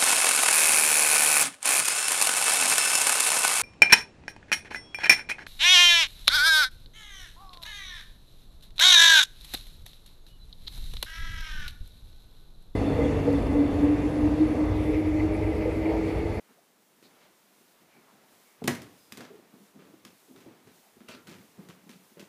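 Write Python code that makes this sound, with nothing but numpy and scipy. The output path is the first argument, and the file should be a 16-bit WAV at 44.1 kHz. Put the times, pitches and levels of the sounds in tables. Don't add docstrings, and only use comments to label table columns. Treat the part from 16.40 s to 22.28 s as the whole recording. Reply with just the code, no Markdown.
import sys
import numpy as np
from scipy import signal
from scipy.fft import rfft, irfft
from scipy.io import wavfile

SR = 44100
rng = np.random.default_rng(int(sys.argv[2]) if len(sys.argv) > 2 else 0)


def wav_out(sig):
    wavfile.write(sys.argv[1], SR, np.round(np.clip(np.atleast_2d(sig).T, -1, 1) * 32767).astype(np.int16))


def field_ratio(decibels):
    return 10 ** (np.asarray(decibels, dtype=float) / 20)


N = 259308

# (frequency [Hz], relative density [dB per Hz])
STAIRCASE_SPECTRUM = [(59, -50), (100, -10), (199, 2), (269, 3), (429, -1), (604, -12.5), (706, -11.5),
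                      (767, -12.5), (1200, -18.5), (1560, -30), (2640, -120)]
# (time [s], rumble level [dB], boom level [dB])
WEIGHT_ON_TREADS = [(.1, -68, -92), (.64, -63, -92), (.83, -68, -92), (1.15, -71, -87), (1.42, -67, -77),
                    (1.57, -59.5, -88), (1.75, -62.5, -90), (1.95, -67, -81), (2.245, -56, -51),
                    (2.29, -42, -40), (2.39, -48.5, -66), (2.5, -61.5, -73), (2.74, -62, -60),
                    (2.8, -48.5, -61.5), (2.91, -53, -79), (3.0, -59, -78), (3.15, -57.5, -83),
                    (3.37, -55, -67), (3.49, -61, -70), (3.66, -59, -66), (3.89, -63, -85),
                    (3.97, -57.5, -65), (4.07, -54.5, -65), (4.28, -60, -65), (4.575, -73, -69),
                    (4.7, -62, -63), (4.76, -59, -65), (4.885, -54, -59.5), (4.98, -57.5, -64),
                    (5.195, -54.5, -68), (5.3, -66, -68), (5.39, -67, -85), (5.5, -63, -68.5),
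                    (5.79, -63, -73)]


def rms_one(x):
    return x / np.sqrt(np.mean(x ** 2) + 1e-20)


def at_hz(points, hz):
    curve_hz, value = np.transpose(points)
    return np.interp(np.log(hz), np.log(curve_hz), value)


def coloured(white, spectrum, tilt_db=0, within_hz=(10, 20000)):
    hz = np.maximum(np.fft.rfftfreq(len(white), 1 / SR), 10)
    octaves = np.log2(np.clip(hz, 500, 16000) / 3000)
    gain = field_ratio(at_hz(spectrum, hz) + tilt_db * octaves)
    inside = (hz > within_hz[0]) & (hz < within_hz[1])
    band_rms = np.sqrt(np.sum(gain[inside] ** 2) / len(hz))
    return irfft(rfft(white) * gain, len(white)) / band_rms


def flicker(rate_hz, depth_db):
    r = np.exp(-2 * np.pi * rate_hz / SR)
    slow = signal.lfilter([1], [1, -2 * r, r * r], rng.standard_normal(N + SR))
    return field_ratio(depth_db * rms_one(slow[SR:]))


def add(out, s, sound):
    i = round(s * SR)
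    out[i:i + len(sound)] += sound[:N - i]


def hiss():
    # (frequency [Hz], relative density [dB per Hz])
    hiss_spectrum = [(12, -54), (20, -22), (74, -27), (214, -11), (751, -13.5), (888, -10), (965, -10.5),
                     (1140, -18.5), (3790, -8), (4480, -9.5), (10300, -9), (15700, -10)]
    # (time [s], level above rest [dB])
    hiss_swells = [(1.2, 2.5), (2.01, 5.5), (2.62, 4), (3.23, 3.5), (3.85, 4), (4.4, 3.8), (5.05, 3),
                   (5.65, 4)]
    rest_db, swell_s = -70, 0.13
    t = np.arange(N) / SR
    level_db = np.full(N, float(rest_db))
    for s, db in hiss_swells:
        level_db += db * np.exp(-((t - s) / swell_s) ** 2)
    wavering = field_ratio(level_db) * flicker(4, depth_db=0.75)
    return wavering * coloured(rng.standard_normal(N), hiss_spectrum, within_hz=(6000, 15000))


def rustle():
    # (frequency [Hz], relative density [dB per Hz])
    cloth_spectrum = [(180, -18.5), (300, -10), (361, -4), (636, 0), (884, -2), (1830, -5.5), (2190, -6.5),
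                      (7000, -20.5), (9100, -56), (15400, -120)]
    # (time [s], level [dB])
    cloth_level = [(0, -66.5), (.15, -67), (.46, -71), (.86, -61.5), (.97, -67.5), (1.23, -66.5),
                   (1.59, -63.5), (2.16, -65), (2.35, -55.5), (2.68, -67.5), (2.82, -53.5), (2.93, -63.5),
                   (3.36, -66.5), (3.47, -65), (3.64, -68), (3.97, -67.5), (4.09, -61), (4.2, -64.5),
                   (4.6, -67), (5.13, -66), (5.19, -62), (5.29, -63.5), (5.75, -67.5), (5.88, -64.5)]
    s, db = np.transpose(cloth_level)
    level_db = np.interp(np.arange(N) / SR, s, db)
    return field_ratio(level_db) * flicker(23, depth_db=0.5) * coloured(rng.standard_normal(N), cloth_spectrum)


def swishes():
    # (start [s], length [s], level [dB], resonance [Hz], width of one pass [Hz])
    swish_rows = [(0.069, 0.089, -66.5, 1090, 1500), (0.17, 0.034, -62, 647, 150),
                  (0.629, 0.066, -62.5, 4200, 1200), (0.785, 0.11, -66.5, 2460, 3000),
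                  (1.5, 0.14, -66.5, 2310, 500), (1.651, 0.1, -66, 1000, 600), (2.04, 0.14, -72, 2180, 300),
                  (2.58, 0.17, -70, 5000, 250), (2.885, .11, -53.5, 420, 70),
                  (4.676, 0.083, -55, 2730, 200), (4.682, 0.042, -55, 596, 150),
                  (4.691, 0.1, -57.5, 4100, 1500), (4.751, 0.1, -64, 1374, 80), (4.69, .1, -59, 1100, 700),
                  (4.439, 0.084, -67.5, 730, 250), (4.871, 0.08, -69, 1880, 200)]
    skew = 0.64
    out = np.zeros(N)
    t = np.arange(SR // 4) / SR
    for s, length_s, db, hz, width_hz in swish_rows:
        r = np.exp(-np.pi * width_hz / SR)
        resonance = [1, 0, -1, 1, -2 * r * np.cos(2 * np.pi * hz / SR), r * r]
        ringing = rms_one(signal.sosfilt([resonance] * 2, rng.standard_normal(len(t))))
        swell = np.sin(np.pi * np.clip(t / length_s, 0, 1) ** skew)
        add(out, s, field_ratio(db) * swell * ringing)
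    return out


def groan(times, levels_db, rest_db, t60):
    load_s = 0.019
    t = np.arange(N) / SR
    power = field_ratio(2 * rest_db)
    for s, db in zip(times, levels_db):
        building = np.exp(-(np.minimum(t - s, 0) / load_s) ** 2)
        dying_db = -60 * np.maximum(t - s, 0) / t60
        power = power + building * field_ratio(2 * (db + dying_db))
    return np.sqrt(power)


def boom():
    s, _, boom_db = np.transpose(WEIGHT_ON_TREADS)
    low_band = signal.butter(4, [88, 150], "band", fs=SR, output="sos")
    deep = rms_one(signal.sosfilt(low_band, rng.standard_normal(N)))
    return groan(s, boom_db, rest_db=-112, t60=0.33) * deep


def rumble():
    s, rumble_db, _ = np.transpose(WEIGHT_ON_TREADS)
    gain = groan(s, rumble_db, rest_db=-70.5, t60=0.62) * flicker(14.6, depth_db=1.5)
    return gain * coloured(rng.standard_normal(N), STAIRCASE_SPECTRUM)


def stairwell(x):
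    # (frequency [Hz], decay by 60 dB [s])
    echo_decay = [(100, 0.59), (300, 0.16), (1000, 0.42), (4000, 0.35), (12000, 0.32)]
    t = np.arange(SR // 2) / SR
    edges = 60 * 2. ** np.arange(9)
    response = np.zeros(len(t))
    for low, high in zip(edges, edges[1:]):
        octave = signal.butter(2, [low, high], "band", fs=SR, output="sos")
        band = signal.sosfilt(octave, rng.standard_normal(len(t)))
        t60 = at_hz(echo_decay, np.sqrt(low * high))
        response += band * field_ratio(-60 * t / t60)
    response *= np.clip(t / 0.0019, 0, 1)
    response /= np.sqrt(np.sum(response ** 2))
    return signal.fftconvolve(x, response)[:N]


def knock():
    # (frequency [Hz], level relative to the knock [dB], decay by 60 dB [s])
    wood_modes = [(100, -26, .15), (149, -2, 0.13), (190, -19, .15), (242, 4, 0.21), (284, -6, 0.4),
                  (345, 5, 0.072), (399, -10.5, 0.22), (500, -5.5, 0.053), (645, -3.5, 0.065),
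                  (707, -3, 0.07), (776, -7.5, 0.2), (956, -14, 0.27), (1074, -8.5, .12), (1390, -28, 0.17),
                  (1620, -23, 0.22), (1714, -10, 0.12), (1857, -7, 0.14), (1956, -0.5, 0.069),
                  (2020, -7, 0.1), (2114, -11, 0.15)]
    knock_s, knock_db, blow_s = 2.2795, -26, 0.00028
    size = max(round(blow_s * SR), 3)
    push = np.sin(np.pi * np.arange(size) / size)
    blow = np.zeros(SR) + 1e-18
    blow[:size] = push / push.sum()
    out = np.zeros(N)
    for hz, db, t60 in wood_modes:
        r, w = field_ratio(-60 / (t60 * SR)), 2 * np.pi * hz / SR
        ring = signal.lfilter([0, np.sin(w)], [1, -2 * r * np.cos(w), r * r], blow)
        add(out, knock_s, field_ratio(knock_db + db) * ring)
    return out


def contacts():
    # (time [s], level before halving [dB], tail relative to the snap [dB],
    # tail decay by 60 dB [s], tilt [dB per octave])
    contact_rows = [(.6255, -56, -1, 0.33, -4.5), (2.24, -35.5, -10, .25, -3.5),
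                    (2.2754, -17.5, -11.5, 0.13, -1.5), (2.2793, -19, -10, 0.22, -7),
                    (2.35, -38.5, -9, .14, -2), (2.418, -41.5, -8, .2, -2), (2.7217, -33, -15, .27, -3.5),
                    (2.7718, -37.5, -8.5, 0.22, -3), (2.8063, -38.5, -8.5, 0.25, -6.5),
                    (2.851, -44, -12, 0.19, -8.5), (3.391, -61, 4, 0.81, -9), (3.6497, -37, -15, 0.35, -5),
                    (3.96, -50, -4.5, 0.36, -6.5), (4.004, -52, -2, 0.2, -4), (4.271, -53, -6.5, .36, -6),
                    (4.604, -54.5, -2, 0.23, -8.5), (4.685, -40, -1, 0.2, -6), (4.70, -45.5, 1, 0.36, -7),
                    (4.87, -45.5, 0.5, 0.43, -5), (4.912, -53, 0.8, 0.51, -6.5),
                    (5.286, -48.5, -3.5, 0.23, -4.5), (5.299, -48, -1.5, 0.13, -8),
                    (5.492, -45.5, -2, 0.27, -4), (5.77, -59, 1.5, 0.42, -13),
                    (5.7943, -42.5, -4.5, 0.25, -4.5)]
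    # (frequency [Hz], relative density [dB per Hz])
    scuff_spectrum = [(180, -31), (300, -12.5), (601, -8.5), (734, -24.5), (1020, -7), (1420, -3.5),
                      (1680, -3), (2710, 1), (5530, 0), (14200, -2.5), (15700, -11)]
    snap_s, dulling_s = 0.0045, 0.072
    dulling_db = -1.5
    band_hz = (1000, 14000)
    out = np.zeros(N)
    t = np.arange(SR // 2) / SR
    grain = flicker(410, depth_db=3.5)
    snap = t / snap_s * 3 * np.exp(1 - t / snap_s * 3)
    fresh = np.exp(-t / dulling_s)
    for s, db, tail_db, t60, tilt_db in contact_rows:
        white = rng.standard_normal(len(t))
        own_grain = np.roll(grain, -round(s * SR))[:len(t)]
        tail = field_ratio(tail_db - 60 * t / t60) * (1 - np.exp(-t / snap_s)) * own_grain
        bright = coloured(white, scuff_spectrum, tilt_db, band_hz)
        dull = coloured(white, scuff_spectrum, tilt_db + dulling_db, band_hz)
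        scuff = fresh * bright + (1 - fresh) * dull
        add(out, s, field_ratio(db) / 2 * (snap + tail) * scuff)
    return out


def thuds():
    # (time [s], level [dB], tread pitch [Hz], rise [s])
    footfalls = [(.101, -55.5, 260, 0.0086), (0.623, -54, 325, .006), (.645, -53, 266, .01),
                 (.895, -59, 344, 0.0078), (1.209, -60.5, 388, .003), (1.413, -60, 194, 0.0082),
                 (1.571, -57.5, 220, 0.017), (2.218, -32, 446, 0.0047), (2.24, -28, 205, 0.0032),
                 (2.253, -27, 248, 0.0024), (2.72, -45.5, 218, 0.0069), (2.775, -44, 255, 0.0034),
                 (2.797, -45, 295, 0.0018), (2.82, -44.5, 247, 0.0062), (2.895, -49, 401, 0.023),
                 (2.94, -49.5, 338, .005), (2.985, -49.5, 366, 0.0073), (3.125, -48.5, 223, 0.018),
                 (3.198, -52.5, 209, 0.028), (3.355, -50, 209, 0.013), (3.391, -45.5, 193, 0.0023),
                 (3.418, -50, 305, .003), (3.49, -55, 200, .008), (3.534, -45.5, 310, 0.0072),
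                 (3.652, -48.5, 207, 0.0098), (3.71, -64, 240, .013), (3.875, -52.5, 276, .039),
                 (3.905, -50, 263, 0.015), (3.954, -53, 383, 0.011), (3.989, -54, 244, 0.0099),
                 (4.059, -43.5, 327, 0.0032), (4.08, -48, 314, .002), (4.105, -51, 293, 0.012),
                 (4.274, -48.5, 254, 0.0033), (4.564, -51.5, 230, 0.0068), (4.603, -47, 219, 0.0094),
                 (4.639, -52, 227, 0.0093), (4.689, -42.5, 235, 0.0036), (4.735, -44.5, 249, .012),
                 (4.795, -57, 240, 0.0097), (4.876, -47, 214, .014), (4.91, -43, 172, 0.0063),
                 (4.95, -43, 190, .005), (4.99, -54, 222, 0.016), (5.039, -55.5, 212, .005),
                 (5.182, -43.5, 188, .016), (5.235, -57, 183, 0.0063), (5.289, -44, 179, 0.0048),
                 (5.369, -57, 190, .006), (5.433, -54, 208, .004), (5.46, -50.5, 185, 0.014),
                 (5.49, -47, 220, .009), (5.551, -51, 190, .008), (5.712, -60, 225, .009),
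                 (5.769, -49.5, 178, 0.0033), (5.793, -47, 214, .008), (5.822, -43.5, 198, 0.0037)]
    overtone, overtone_db, rough = 1.63, -9, 0.44
    tread_t60, t60_per_rise, pitch_loss = 0.058, 1.4, 0.35
    out = np.zeros(N)
    t = np.arange(SR // 3) / SR
    for s, db, hz, rise in footfalls:
        t60 = tread_t60 * (250 / hz) ** pitch_loss + t60_per_rise * rise
        dying = field_ratio(-60 * np.maximum(t - rise, 0) / t60)
        loading = np.sin(np.pi / 2 * np.minimum(t / rise, 1))
        ring = np.sin(2 * np.pi * hz * t)
        ring += field_ratio(overtone_db) * dying * np.sin(2 * np.pi * overtone * hz * t)
        edge = rough * coloured(rng.standard_normal(len(t)), STAIRCASE_SPECTRUM)
        add(out, s, field_ratio(db) * loading * dying * (ring + edge))
    return out


def scene():
    soft = thuds()
    hard = contacts() + knock()
    echoes = stairwell(field_ratio(-7) * soft + field_ratio(-9) * hard)
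    low_cut = signal.butter(4, 95, "high", fs=SR, output="sos")
    feet = signal.sosfilt(low_cut, soft + hard + echoes + rumble())
    return (feet + boom() + rustle() + swishes() + hiss())[None]


def band_limit(x):
    return signal.sosfilt(signal.butter(12, 15850, fs=SR, output="sos"), x)


def record(dry):
    top_cut = signal.ellip(10, 0.5, 60, 15480, fs=SR, output="sos")
    mix = signal.sosfilt(top_cut, dry)
    return band_limit(mix)


dry = scene()
out = record(dry)
wav_out(out)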